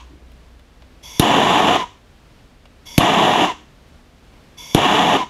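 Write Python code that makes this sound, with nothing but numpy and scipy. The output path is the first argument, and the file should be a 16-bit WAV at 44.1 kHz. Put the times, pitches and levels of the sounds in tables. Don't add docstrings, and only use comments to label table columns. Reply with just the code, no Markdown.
import sys
import numpy as np
from scipy import signal
from scipy.fft import rfft, irfft
from scipy.io import wavfile
from scipy.ndimage import map_coordinates

SR = 44100
rng = np.random.default_rng(int(sys.argv[2]) if len(sys.argv) > 2 else 0)


def master_out(mix):
    frames = np.transpose(np.atleast_2d(mix))
    ceiling = np.clip(frames, -1, 1)
    pcm = np.round(ceiling * 32767).astype(np.int16)
    wavfile.write(sys.argv[1], SR, pcm)


N = 233486
T = np.arange(N) / SR
FREQS = np.maximum(np.arange(N // 2 + 1) * SR / N, 1)

# valve opening, spark and valve shutting in seconds; snap, igniter ring and
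# pop levels in dB; pitch fall of the hoot in Hz, its t60 in seconds.
BURSTS = [(1.026, 1.1962, 1.763, -9, -14.5, -1.5, 152.6, .11),
          (2.853, 2.9796, 3.449, -7.5, -11, 1, 278.3, .025),
          (4.571, 4.747, 5.163, -11.5, -19.5, 0, 155, .08)]
BURN_OFF_S = 0.081


def undb(db):
    return 10 ** (np.asarray(db) / 20)


def unit(x):
    return x / np.sqrt(np.mean(x ** 2))


def slope(points):
    hz, db = np.transpose(points)
    return undb(np.interp(np.log(FREQS), np.log(hz), db))


def peaks(modes):
    return sum(undb(db) ** 2 / (1 + ((FREQS - hz) / (.78 * width_hz)) ** 2) ** 2
               for hz, width_hz, db in modes)


def colour(x, gain):
    return unit(irfft(rfft(x) * gain, N))


def noise(gain):
    return colour(rng.standard_normal(N), gain)


def resonant_noise(modes):
    return noise(np.sqrt(peaks(modes)))


def walk(hz):
    return noise(1 / (1 + (FREQS / hz) ** 4))


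def wander(x, share):
    return map_coordinates(x, [np.cumsum(1 + share * walk(8.02))], order=3, mode="wrap")


def rise(start_s, length_s):
    return np.sin(np.pi / 2 * np.clip((T - start_s) / length_s, 0, 1)) ** 2


def fade(start_s, t60_s):
    return np.exp(-np.minimum(np.log(1000) * np.maximum(T - start_s, 0) / t60_s, 60))


def ring(start_s, modes):
    live = (T > start_s) & (T < start_s + .5)
    age_s = T[live] - start_s
    out = np.zeros(N)
    for hz, db, t60_s in modes:
        out[live] += undb(db) * np.sin(2 * np.pi * hz * age_s) * np.exp(-np.log(1000) * age_s / t60_s)
    return out


def background(air_db=-48, drone_hz=61.6, drone_db=-44, sag_hz_per_s=4, fade_db_per_s=8, hum_hz=241):
    # frequency in Hz, relative level in dB.
    air_spectrum = [(15, -45.5), (25, 0), (79, -2), (101, -9), (133, -7), (209, -12.5), (246, -10.5),
                    (340, -15), (582, -17), (1020, -21.5), (3340, -27), (4260, -30), (13900, -46),
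                    (15500, -49.5)]
    air = undb(air_db + walk(2.5)) * noise(slope(air_spectrum))
    pitch_hz = (drone_hz - sag_hz_per_s * T) * (1 + 0.016 * walk(12.05))
    level_db = drone_db - fade_db_per_s * T + 2 * walk(14)
    drone = undb(level_db) * unit(np.sin(2 * np.pi * np.cumsum(pitch_hz) / SR))
    hum = undb(-64 + 2 * walk(7.6)) * unit(np.sin(2 * np.pi * hum_hz * T))
    return air + drone + hum


def lingering(db=-44, t60_s=0.32):
    bands = resonant_noise([(1026, 140, 2.5), (2950, 1300, -9), (6260, 1100, -17)])
    return undb(db) * rise(0, 0.001) * fade(0, t60_s) * bands


def workshop(x, wet_db=-17, low_t60_s=0.42, high_t60_s=0.26, split_hz=8200):
    # delay in seconds, level in dB.
    echoes = [(.00172, -18.5), (.00293, -31), (.00577, -24), (.00682, -17.5), (.00885, -31.5)]
    close = sum(undb(db) * np.interp(T - delay_s, T, x, left=0) for delay_s, db in echoes)
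    lowpass = 1 / (1 + (FREQS / split_hz) ** 12)
    tone = slope([(60, -1), (300, 0), (880, -9.5), (1030, -4), (1300, 2), (3200, 1.5), (6500, 8),
                  (9000, 12), (15000, -10)])
    lows = noise(tone * lowpass) * fade(0, low_t60_s)
    highs = noise(tone * (1 - lowpass)) * fade(0, high_t60_s)
    tail = rise(0.0074, 0.0065) * (lows + highs)
    tail = tail[:SR] / np.sqrt(np.sum(tail ** 2) / 2)
    return x + close + undb(wet_db) * signal.fftconvolve(x, tail)[:N]


def knocks(bump_t60_s=0.079, body_t60_s=0.036, contact_t60_s=.022):
    # start in seconds, level in dB.
    bumps = [(.107, -36.5), (0.135, -42), (0.156, -36), (.222, -44)]
    # start in seconds, body level in dB, contact level in dB.
    clicks = [(.318, -58, -51), (.594, -47, -56), (.821, -43.5, -62), (2.655, -41.5, -62),
              (3.886, -61, -57), (4.338, -52, -68)]
    # centre in Hz, width in Hz, relative level in dB.
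    bump_modes = [(300, 68, 0)]
    body_modes = [(828, 443, 2.5), (2960, 1900, -5)]
    contact_modes = [(3500, 2000, 3), (10500, 7000, -5)]

    def strike(start_s, db, t60_s):
        return undb(db) * rise(start_s - .001, .0019) * fade(start_s, t60_s)

    bump, body, contact = map(resonant_noise, (bump_modes, body_modes, contact_modes))
    out = sum(bump * strike(start_s, db, bump_t60_s) for start_s, db in bumps)
    for start_s, body_db, contact_db in clicks:
        out += body * strike(start_s, body_db, body_t60_s)
        out += contact * strike(start_s, contact_db, contact_t60_s)
    return out


def cold_gas(db=-37, swell_db=2, drift=0.0054):
    # centre in Hz, width in Hz, relative level in dB.
    tube_modes = [(958, 76, -4), (2183, 95, -4), (2500, 300, -20), (3410, 110, 1.5), (4670, 90, -8.5),
                  (5590, 280, -6), (6060, 240, -12), (6450, 90, -9), (6950, 150, -17), (7600, 150, -18.5),
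                  (8800, 160, -22), (12700, 177, -27)]
    # frequency in Hz, relative level in dB.
    jet_spectrum = [(200, -18.5), (700, -20), (1500, -29.5), (3000, -14.5), (4200, -23.5), (6000, -15),
                    (8300, -37), (9400, -32), (10300, -19), (11600, -21), (13000, -23), (13700, -33.5),
                    (15500, -41)]
    hiss = wander(noise(np.sqrt(peaks(tube_modes) + slope(jet_spectrum) ** 2)), drift)
    flow = np.zeros(N)
    for open_s, spark_s, *_ in BURSTS:
        progress = np.clip((T - open_s) / (spark_s - open_s), 0, 1)
        flow += rise(open_s - .003, 0.019) * fade(spark_s, .02) * undb(swell_db * (progress - 1))
    return undb(db) * flow * hiss


def hoots(centre_hz=1036, db=-23.5, waver=0.0039, rough_db=3):
    wobble = 1 + waver * walk(118)
    roughness = undb(rough_db * walk(90))
    out = np.zeros(N)
    for _, _, shut_s, *_, fall_hz, t60_s in BURSTS:
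        die_s = shut_s + BURN_OFF_S
        hz = np.interp(T, [shut_s, die_s], [centre_hz + fall_hz / 2, centre_hz - fall_hz / 2]) * wobble
        swell = rise(shut_s + 0.0028, 0.031) * fade(die_s - .008, t60_s)
        out += swell * np.sin(2 * np.pi * np.cumsum(hz) / SR)
    return undb(db) * roughness * out


def igniter(ring_t60_s=0.077, tick_db=-50):
    # frequency in Hz, relative level in dB.
    snap_spectrum = [(200, 4.5), (1000, 2), (2200, 1), (3500, 13), (4800, -4.5), (6300, 1.5), (8500, -11),
                     (11000, -12.5), (13000, -5.5), (16000, -23)]
    # centre in Hz, width in Hz, relative level in dB.
    housing_modes = [(10250, 350, -4.5), (10960, 270, 1), (11250, 360, -2.5)]
    snap = noise(slope(snap_spectrum))
    housing = resonant_noise(housing_modes)
    tick = resonant_noise([(14500, 2000, 0)])
    out = np.zeros(N)
    for _, spark_s, shut_s, snap_db, ring_db, *_ in BURSTS:
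        out += undb(snap_db) * snap * rise(spark_s - .0006, 0.0007) * fade(spark_s + 0.00074, 0.036)
        decay = undb(2.5) * fade(spark_s + 0.00094, 0.0077) + undb(-13) * fade(spark_s, ring_t60_s)
        out += undb(ring_db) * housing * rise(spark_s, 0.00047) * decay
        out += undb(tick_db) * tick * rise(shut_s - .003, .001) * fade(shut_s, .014)
    return out


def pops(delay_s=0.00322, width_s=0.00078, highpass_hz=65):
    # frequency in Hz, relative level in dB, t60 in seconds.
    boom_modes = [(134, -7.5, 0.038), (194, -9, 0.03), (293, -6.5, 0.028), (86, -5, 0.032)]
    rasp = resonant_noise([(477, 286, 0)])
    out = np.zeros(N)
    for _, spark_s, _, _, _, pop_db, *_ in BURSTS:
        widths = (T - spark_s - delay_s) / width_s
        swing = undb(7) * widths * np.exp(-widths ** 2 / 2)
        boom = undb(-2) * ring(spark_s + delay_s, boom_modes)
        bark = undb(-11) * rasp * rise(spark_s + 0.00048, 0.0007) * fade(spark_s + 0.0044, 0.023)
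        out += undb(pop_db) * (swing + boom + bark)
    return signal.sosfilt(signal.butter(1, highpass_hz, "high", fs=SR, output="sos"), out)


def flame(db=-13.5, eddy_db=1.5, flutter_db=0.5, drift=.006, catch_s=0.049, run_down_t60_s=0.3):
    # centre in Hz, width in Hz, relative level in dB.
    roar_peaks = [(216, 28, -1.5), (291.5, 41, -1.5), (625, 21, -4.5), (732, 93, 0.5), (828, 106, 1.5),
                  (971.6, 63, 0.5), (1108, 46, -1), (1227, 37, -4), (1780, 47, -14.5), (1882, 70, -11.5),
                  (2337, 49, -15.5), (2410, 32, -19), (2670, 57, -27), (2724, 120, -10), (2950, 144, -9),
                  (3260, 220, -13.5), (3770, 110, -20), (5820, 110, -27), (6630, 348, -28.5),
                  (12600, 640, -43)]
    # frequency in Hz, relative level in dB.
    flame_spectrum = [(40, -39), (85, -17.5), (160, -7.5), (400, -3.5), (1050, -23), (1400, -13),
                      (2300, -16), (3500, -12), (4300, -29.5), (5100, -31), (7400, -29), (8300, -44.5),
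                      (9300, -44), (10200, -34.5), (12500, -46), (15500, -53.5)]
    puffs = rng.standard_normal(N) * undb(eddy_db * walk(510))
    roar = colour(puffs, np.sqrt(peaks(roar_peaks) + slope(flame_spectrum) ** 2))
    roar *= undb(db + flutter_db * walk(38))
    roar = wander(roar, drift)
    hiss = resonant_noise([(2060, 360, 15), (2880, 1200, 11.5), (5860, 1460, 1), (10500, 900, -17)])
    small_flame = undb(-10.5) * roar + undb(-32) * hiss
    out = np.zeros(N)
    for _, spark_s, shut_s, *_ in BURSTS:
        lit = rise(spark_s, .003) * rise(spark_s - .009, catch_s)
        closed = rise(shut_s - .004, 0.025)
        run_down = fade(shut_s + 0.043, run_down_t60_s) * fade(shut_s + BURN_OFF_S - .012, 0.11)
        out += lit * (1 - closed) * roar + closed * run_down * small_flame
    return out


def scene():
    torch = cold_gas() + igniter() + pops() + flame() + hoots() + knocks()
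    return (workshop(torch) + lingering() + background())[None]


def record(dry):
    top_hz = 15500
    return signal.sosfilt(signal.ellip(8, .2, 70, top_hz, fs=SR, output="sos"), np.clip(dry, -1, 1))


dry = scene()
out = record(dry)
master_out(out)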